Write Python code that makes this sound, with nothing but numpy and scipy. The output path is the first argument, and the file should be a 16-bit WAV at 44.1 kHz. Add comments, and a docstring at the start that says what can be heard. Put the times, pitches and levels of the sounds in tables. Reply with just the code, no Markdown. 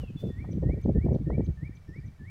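"""Wind buffets the microphone: a gusting low rumble, with thumps and deep thuds as eddies strike it. Behind it
lie a quiet hiss of air and open country where a songbird calls some way off: a falling slur, a held note, then
rising whistles with thin high chips between them, and late on a faint trill. The calls are frequency-modulated
tones that echo faintly from the surroundings; the wind is mostly filtered noise, shaped into gusts and short
bursts."""
import sys
import numpy as np
from scipy import signal
from scipy.fft import rfft, irfft
from scipy.io import wavfile
from scipy.ndimage import uniform_filter1d

SR = 44100
rng = np.random.default_rng(int(sys.argv[2]) if len(sys.argv) > 2 else 0)


def digitize_waveform(pressure):
    """Quantize a signal to 16-bit integers and store it at the path in sys.argv[1].

    Rows of a 2-D input are taken as channels; values are limited to [-1, 1].
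    """
    field = np.atleast_2d(pressure).T
    bounded = np.clip(field, -1, 1)
    quanta = np.round(bounded * 32767).astype(np.int16)
    wavfile.write(sys.argv[1], SR, quanta)


N = 101429
TIME = np.arange(N) / SR


def from_db(db):
    """Amplitude ratio: a factor of ten for every 20 dB."""
    return 10 ** (np.asarray(db) / 20)


def rms_one(x):
    """Normalisation to unit rms."""
    return x / np.sqrt(np.mean(x ** 2) + 1e-20)


def envelope(rows):
    """Amplitude envelope, interpolated linearly in decibels."""
    return from_db(np.interp(TIME, *np.transpose(rows)))


def butter(x, hz, kind, order):
    """Causal Butterworth low- or high-pass filter."""
    return signal.sosfilt(signal.butter(order, np.clip(hz, 10, SR * .45), kind, fs=SR, output="sos"), x)


def noise(spectrum):
    """Spectral shaping: white noise is weighted in frequency and scaled to unit rms."""
    hz, db = np.transpose(spectrum)
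    bin_hz = np.arange(N // 2 + 1) * SR / N
    gain = from_db(np.interp(np.log(bin_hz + 1), np.log(hz), db))
    return rms_one(irfft(rfft(rng.standard_normal(N)) * gain, N))


def drift(hz):
    """Random fluctuation: low-passed noise of unit rms."""
    return rms_one(butter(rng.standard_normal(N), hz, "low", order=2))


def swell(x, centre, length, db):
    """Gaussian windowing cuts a burst from a steady sound; db is its rms level at the top."""
    bell = np.exp(-np.minimum((2 * (np.arange(len(x)) / SR - centre) / length) ** 2, 60))
    burst = x * bell
    return from_db(db) * burst * np.sqrt(np.sum(bell ** 2) / (np.sum(burst ** 2) + 1e-20))


def tone(times, hz, db, edge_s=0.0047, waver=.002, flutter_db=1.9):
    """Frequency modulation: phase is the integral of a slightly wavering pitch contour."""
    pitch = np.interp(TIME, times, hz) * (1 + waver * drift(56))
    phase = 2 * np.pi * np.cumsum(pitch) / SR
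    gate = np.clip(np.minimum(TIME - times[0], times[-1] - TIME) / edge_s + .5, 0, 1)
    amplitude = from_db(np.interp(TIME, times, db) + flutter_db * drift(50))
    return np.sqrt(2) * amplitude * np.sin(np.pi / 2 * gate) ** 2 * np.sin(phase)


# Spectrum of the wind: f/Hz, relative level/dB
RUMBLE_SPECTRUM = [(20, -50), (30, -32.5), (42, -5.5), (58, 1.5), (100, -1), (160, -4.5), (250, -25),
                   (400, -30), (800, -47.5), (1600, -90)]
# Gust envelope: t/s, level/dB
GUST_LEVEL = [(0, -31.5), (.07, -41.5), (.16, -43.5), (.195, -48), (.24, -34.5), (.34, -40), (.40, -38),
              (.46, -37), (.70, -27), (.82, -39), (.86, -26), (.985, -31), (1.02, -29), (1.11, -23),
              (1.18, -35.5), (1.40, -25.5), (1.46, -34), (1.50, -25.5), (1.54, -43.5), (1.65, -37),
              (1.85, -54), (1.91, -40), (1.95, -49), (2.06, -40), (2.14, -53.5), (2.18, -55), (2.21, -44),
              (2.3, -42.5)]

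def wind_rumble():
    """Turbulent pressure on the microphone is low-frequency noise whose level follows the gusts."""
    rumble = noise(RUMBLE_SPECTRUM)
    running_rms = np.sqrt(uniform_filter1d(rumble ** 2, size=2000) + 0.004)
    return envelope(GUST_LEVEL) * rumble / running_rms


# Spectrum of still air: f/Hz, relative level/dB
AIR_SPECTRUM = [(30, 20), (200, -5.5), (500, -3.5), (1000, -7), (1500, -9), (2700, -15), (5000, -19),
                (7500, -23), (11000, -27), (15500, -29)]
# Its envelope: t/s, level/dB
AIR_ENVELOPE = [(0, -47.5), (.06, -56), (.3, -55.5), (.6, -57), (1.2, -57.5), (1.8, -58), (2.3, -58)]

def air():
    """Ambient noise: a quiet broadband hiss whose spectral density falls towards the treble."""
    return envelope(AIR_ENVELOPE) * noise(AIR_SPECTRUM)


# Spectrum of a rustle: f/Hz, relative level/dB
RUSTLE_SPECTRUM = [(300, -9.5), (1500, -10.5), (4500, -5.5), (8000, -14), (15000, -15)]
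# Faint rustles close by: centre t/s, duration/s, level/dB
RUSTLE_BURSTS = [(.01, 0.052, -83), (0.209, 0.047, -64.5), (0.278, 0.055, -70), (0.815, 0.0084, -67),
                 (1.053, .025, -71)]

def rustles():
    """Short bursts of broadband noise have no pitch and are heard as rustling."""
    hiss = noise(RUSTLE_SPECTRUM)
    return sum(swell(hiss, *burst) for burst in RUSTLE_BURSTS)


# A falling slur, a fainter one overlapping it, and a held note: t/s, f/Hz, level/dB
SLUR_NOTE = [(0, 3080, -63.5), (0.045, 2730, -60.5), (0.061, 2720, -71), (0.087, 2575, -57.5),
             (0.108, 2495, -64.5)]
FAINT_SLUR_NOTE = [(.03, 3460, -74), (.075, 3300, -75), (.13, 2880, -74)]
HELD_NOTE = [(0.168, 3500, -61.5), (0.186, 3442, -58), (0.212, 3530, -61), (0.249, 3533, -67.5),
             (0.276, 3465, -63), (0.321, 3487, -67)]

def opening_notes():
    """Pure tones: each of the first notes is one sinusoid following a pitch contour; the fainter overlapping
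    slur is a second bird answering."""
    return sum(tone(*np.transpose(note)) for note in (SLUR_NOTE, FAINT_SLUR_NOTE, HELD_NOTE))


def eddy(length, db, bright_hz, size=8192):
    """An eddy is a pressure transient: a low thump and a rush, both higher when it is brighter."""
    def flatten(x):
        """The phase of the analytic signal alone gives noise of constant envelope."""
        return np.cos(np.angle(signal.hilbert(x)))

    thump, rush = rng.standard_normal((2, size))
    brightness = bright_hz / 473.7
    band_shift = brightness ** 0.24
    for _ in range(2):
        thump = butter(flatten(thump), 113.4 * band_shift, "high", order=3)
        thump = butter(thump, 242.4 * band_shift, "low", order=4)
    rush = butter(rush, 273, "high", order=4)
    rush = butter(rush, 227, "low", order=1)  # tilts the band downwards
    rush = butter(rush, bright_hz, "low", order=4)
    rush = butter(flatten(rush), 1.543 * bright_hz, "low", order=5)  # steep treble edge
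    rush_db = db - 5.5 + 5.5 * np.log2(brightness)  # brighter eddies rush more
    middle = size / 2 / SR
    return swell(thump, middle, 0.96 * length, db) + swell(rush, middle, length, rush_db)


# Eddies striking the microphone: centre t/s, duration/s, thump level/dB, brightness f/Hz
EDDIES = [(0.037, 0.01, -37, 560), (0.102, 0.022, -36.5, 320), (0.16, 0.016, -31, 236),
          (.239, 0.013, -26.5, 476), (.266, 0.064, -32.5, 470), (0.306, 0.0088, -29, 370),
          (0.401, 0.095, -41.5, 294), (0.449, 0.02, -50.5, 1180), (0.492, 0.011, -35, 509),
          (0.538, 0.096, -34.5, 395), (.578, 0.014, -24, 325.5), (0.635, 0.021, -29, 627),
          (0.664, 0.026, -23.5, 370), (0.699, 0.017, -28.5, 626), (0.738, 0.016, -29.5, 467),
          (0.779, 0.037, -35, 410), (0.858, 0.0095, -21, 507), (.878, 0.0046, -23, 420),
          (0.891, 0.015, -20, 554), (0.904, 0.015, -23, 473), (.922, .02, -35.5, 440),
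          (0.961, 0.02, -21.5, 340), (.971, 0.012, -25.5, 462), (.985, 0.0069, -22, 389),
          (1.016, 0.0051, -34, 425), (1.049, 0.013, -22.5, 412), (1.066, 0.011, -22, 595),
          (1.088, 0.017, -29.5, 586), (1.116, 0.018, -22.5, 470), (1.128, 0.013, -25, 493),
          (1.145, 0.0082, -22.5, 472), (1.161, 0.017, -25, 534), (1.189, 0.0082, -43.5, 690),
          (1.213, 0.028, -31, 360), (1.276, 0.017, -25.5, 401), (1.303, 0.0054, -24.5, 900),
          (1.32, 0.066, -32, 478), (1.382, 0.014, -25.5, 527), (1.401, 0.018, -21, 525),
          (1.433, 0.011, -30.5, 373), (1.485, 0.028, -33, 458), (1.632, 0.012, -30, 340),
          (1.697, 0.0083, -37.5, 312), (1.894, 0.025, -39, 363), (1.963, 0.012, -44, 407),
          (1.99, 0.029, -36.5, 244), (2.071, 0.066, -40, 188), (2.217, 0.043, -44, 277)]

def buffeting():
    """Superposition: the pressure transients of successive eddies add."""
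    out = np.zeros(N)
    for centre, length, db, bright_hz in EDDIES:
        burst = eddy(length, db, bright_hz)
        at = np.arange(len(burst)) - len(burst) // 2 + int(centre * SR)
        inside = (at >= 0) & (at < N)
        out[at[inside]] += burst[inside]
    return out


# Contour of a rising whistle: t/s from its start, f/Hz, relative level/dB
WHISTLE_CONTOUR = [(0, 1835, -12), (.009, 1795, -6), (.026, 1785, -6), (.046, 1835, -4), (.059, 1925, -2),
                   (.069, 2070, -3), (.081, 2210, 0), (.098, 2315, 1), (.108, 2340, 0), (.114, 2335, -7)]
# Whistles: start t/s, duration/s, level/dB, starting f/Hz
WHISTLE_CALLS = [(0.299, 0.14, -55.5, 1890), (0.627, 0.12, -57, 1882), (0.945, 0.11, -58, 1832),
                 (1.258, 0.11, -57, 1849), (1.57, .114, -57, 1816), (1.877, 0.12, -57.5, 1827),
                 (2.19, 0.12, -58, 1783)]

def rising_whistles(peak_hz=8000, half_width_hz=450):
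    """Glides climb to one top pitch; a faint fourth harmonic sweeps through a resonance in mid-climb."""
    out = np.zeros(N)
    t, hz, db = np.transpose(WHISTLE_CONTOUR)
    still_to_climb = (hz[-1] - hz) / (hz[-1] - hz[0])
    for start, length, level_db, start_hz in WHISTLE_CALLS:
        extra_hold = (length - t[-1]) * np.minimum(t / t[2], 1)  # a longer call lingers on its low note
        times = start + t + extra_hold
        pitch = hz + (start_hz - hz[0]) * still_to_climb
        harmonic_hz = 4 * pitch
        harmonic_db = -26 - 10 * np.log10(1 + ((harmonic_hz - peak_hz) / half_width_hz) ** 2)
        out += tone(times, pitch, db + level_db)
        out += tone(times, harmonic_hz, db + level_db + harmonic_db)
    return out


# Thuds of the largest eddies: centre t/s, level/dB
EDDY_THUDS = [(0.398, -32), (0.703, -24.5), (0.985, -19), (1.506, -24)]

def thuds(hz=74, length_s=.026):
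    """The largest eddies push the microphone in one deep swing: a low-frequency wave packet."""
    out = np.zeros(N)
    for centre, db in EDDY_THUDS:
        swing = np.sin(2 * np.pi * (hz * (TIME - centre) + rng.random()))
        out += swell(swing, centre, length_s, db)
    return out


# Contour of a chip: t/s from its start, f/Hz before transposition, relative level/dB
CHIP_CONTOUR = [(0, 7400, -16), (.005, 6350, -4), (.011, 5820, 0), (.017, 6350, -2), (.026, 5950, -11)]
# Spectrum of its closing tick: f/Hz, relative level/dB
TICK_SPECTRUM = [(2200, -37), (3100, 0.5), (4200, -1.5), (5200, -11.5), (8000, -38)]
# Chips: start t/s, level/dB, dip f/Hz, tick level/dB
CHIP_CALLS = [(0.508, -62.5, 5660, -65.5), (0.818, -66.5, 5920, -65), (1.128, -70, 5650, -63.5),
              (1.441, -66.5, 5960, -64), (1.748, -68, 5730, -67), (2.058, -71, 5700, -70.5)]

def chips(tick_after_s=.024, tick_length_s=.009):
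    """A rapid frequency sweep, dipping and rebounding, is heard as a chip; a dry noise tick ends it."""
    out = np.zeros(N)
    t, hz, db = np.transpose(CHIP_CONTOUR)
    tick = noise(TICK_SPECTRUM)
    for start, level_db, dip_hz, tick_db in CHIP_CALLS:
        out += tone(start + t, hz * dip_hz / hz[2], db + level_db)
        out += swell(tick, start + tick_after_s, tick_length_s, tick_db)
    return out


# A faint falling trill farther off: t/s, f/Hz, level/dB before modulation
TRILL_CONTOUR = [(1.81, 5490, -85), (1.921, 5390, -82.5), (1.986, 4850, -79), (2.049, 4770, -83)]

def trill(pulse_hz=75, depth=.7, blur_hz=330):
    """Amplitude modulation pulses a tone; random sidebands blur it, as distance does, into a noise band."""
    pulses = 1 + depth * np.cos(2 * np.pi * pulse_hz * TIME)
    return tone(*np.transpose(TRILL_CONTOUR)) * pulses * drift(blur_hz)


# Echoes from near ground, two far surfaces and the wider country: delay t/s, level/dB, T60/s
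REFLECTIONS = [(.004, -12, .22), (.098, -12, .015), (.19, -20, .05), (.03, -11, .7)]

def outdoors(direct, dull_hz=7100):
    """Diffuse reflection: each surface returns a delayed, exponentially decaying, duller copy."""
    response = np.zeros(N)
    for delay, db, t60 in REFLECTIONS:
        decay = (TIME >= delay) * from_db(-60 * np.abs(TIME - delay) / t60)
        smear = rng.standard_normal(N) * decay
        response += from_db(db) * smear / np.sqrt(np.sum(smear ** 2))
    echoes = signal.fftconvolve(direct, response)[:N]
    return direct + butter(echoes, dull_hz, "low", order=1)


def scene():
    """Superposition at one microphone of wind, air and distant calls; only the calls echo."""
    wind = wind_rumble() + buffeting() + thuds()
    calls = opening_notes() + rising_whistles() + chips() + trill()
    return (wind + air() + rustles() + outdoors(calls))[None]


def record(dry, cutoff_hz=15800):
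    """Band limiting: an elliptic low-pass filter cuts the top treble steeply."""
    return signal.sosfilt(signal.ellip(12, .1, 90, cutoff_hz, fs=SR, output="sos"), dry)


dry = scene()
out = record(dry)
digitize_waveform(out)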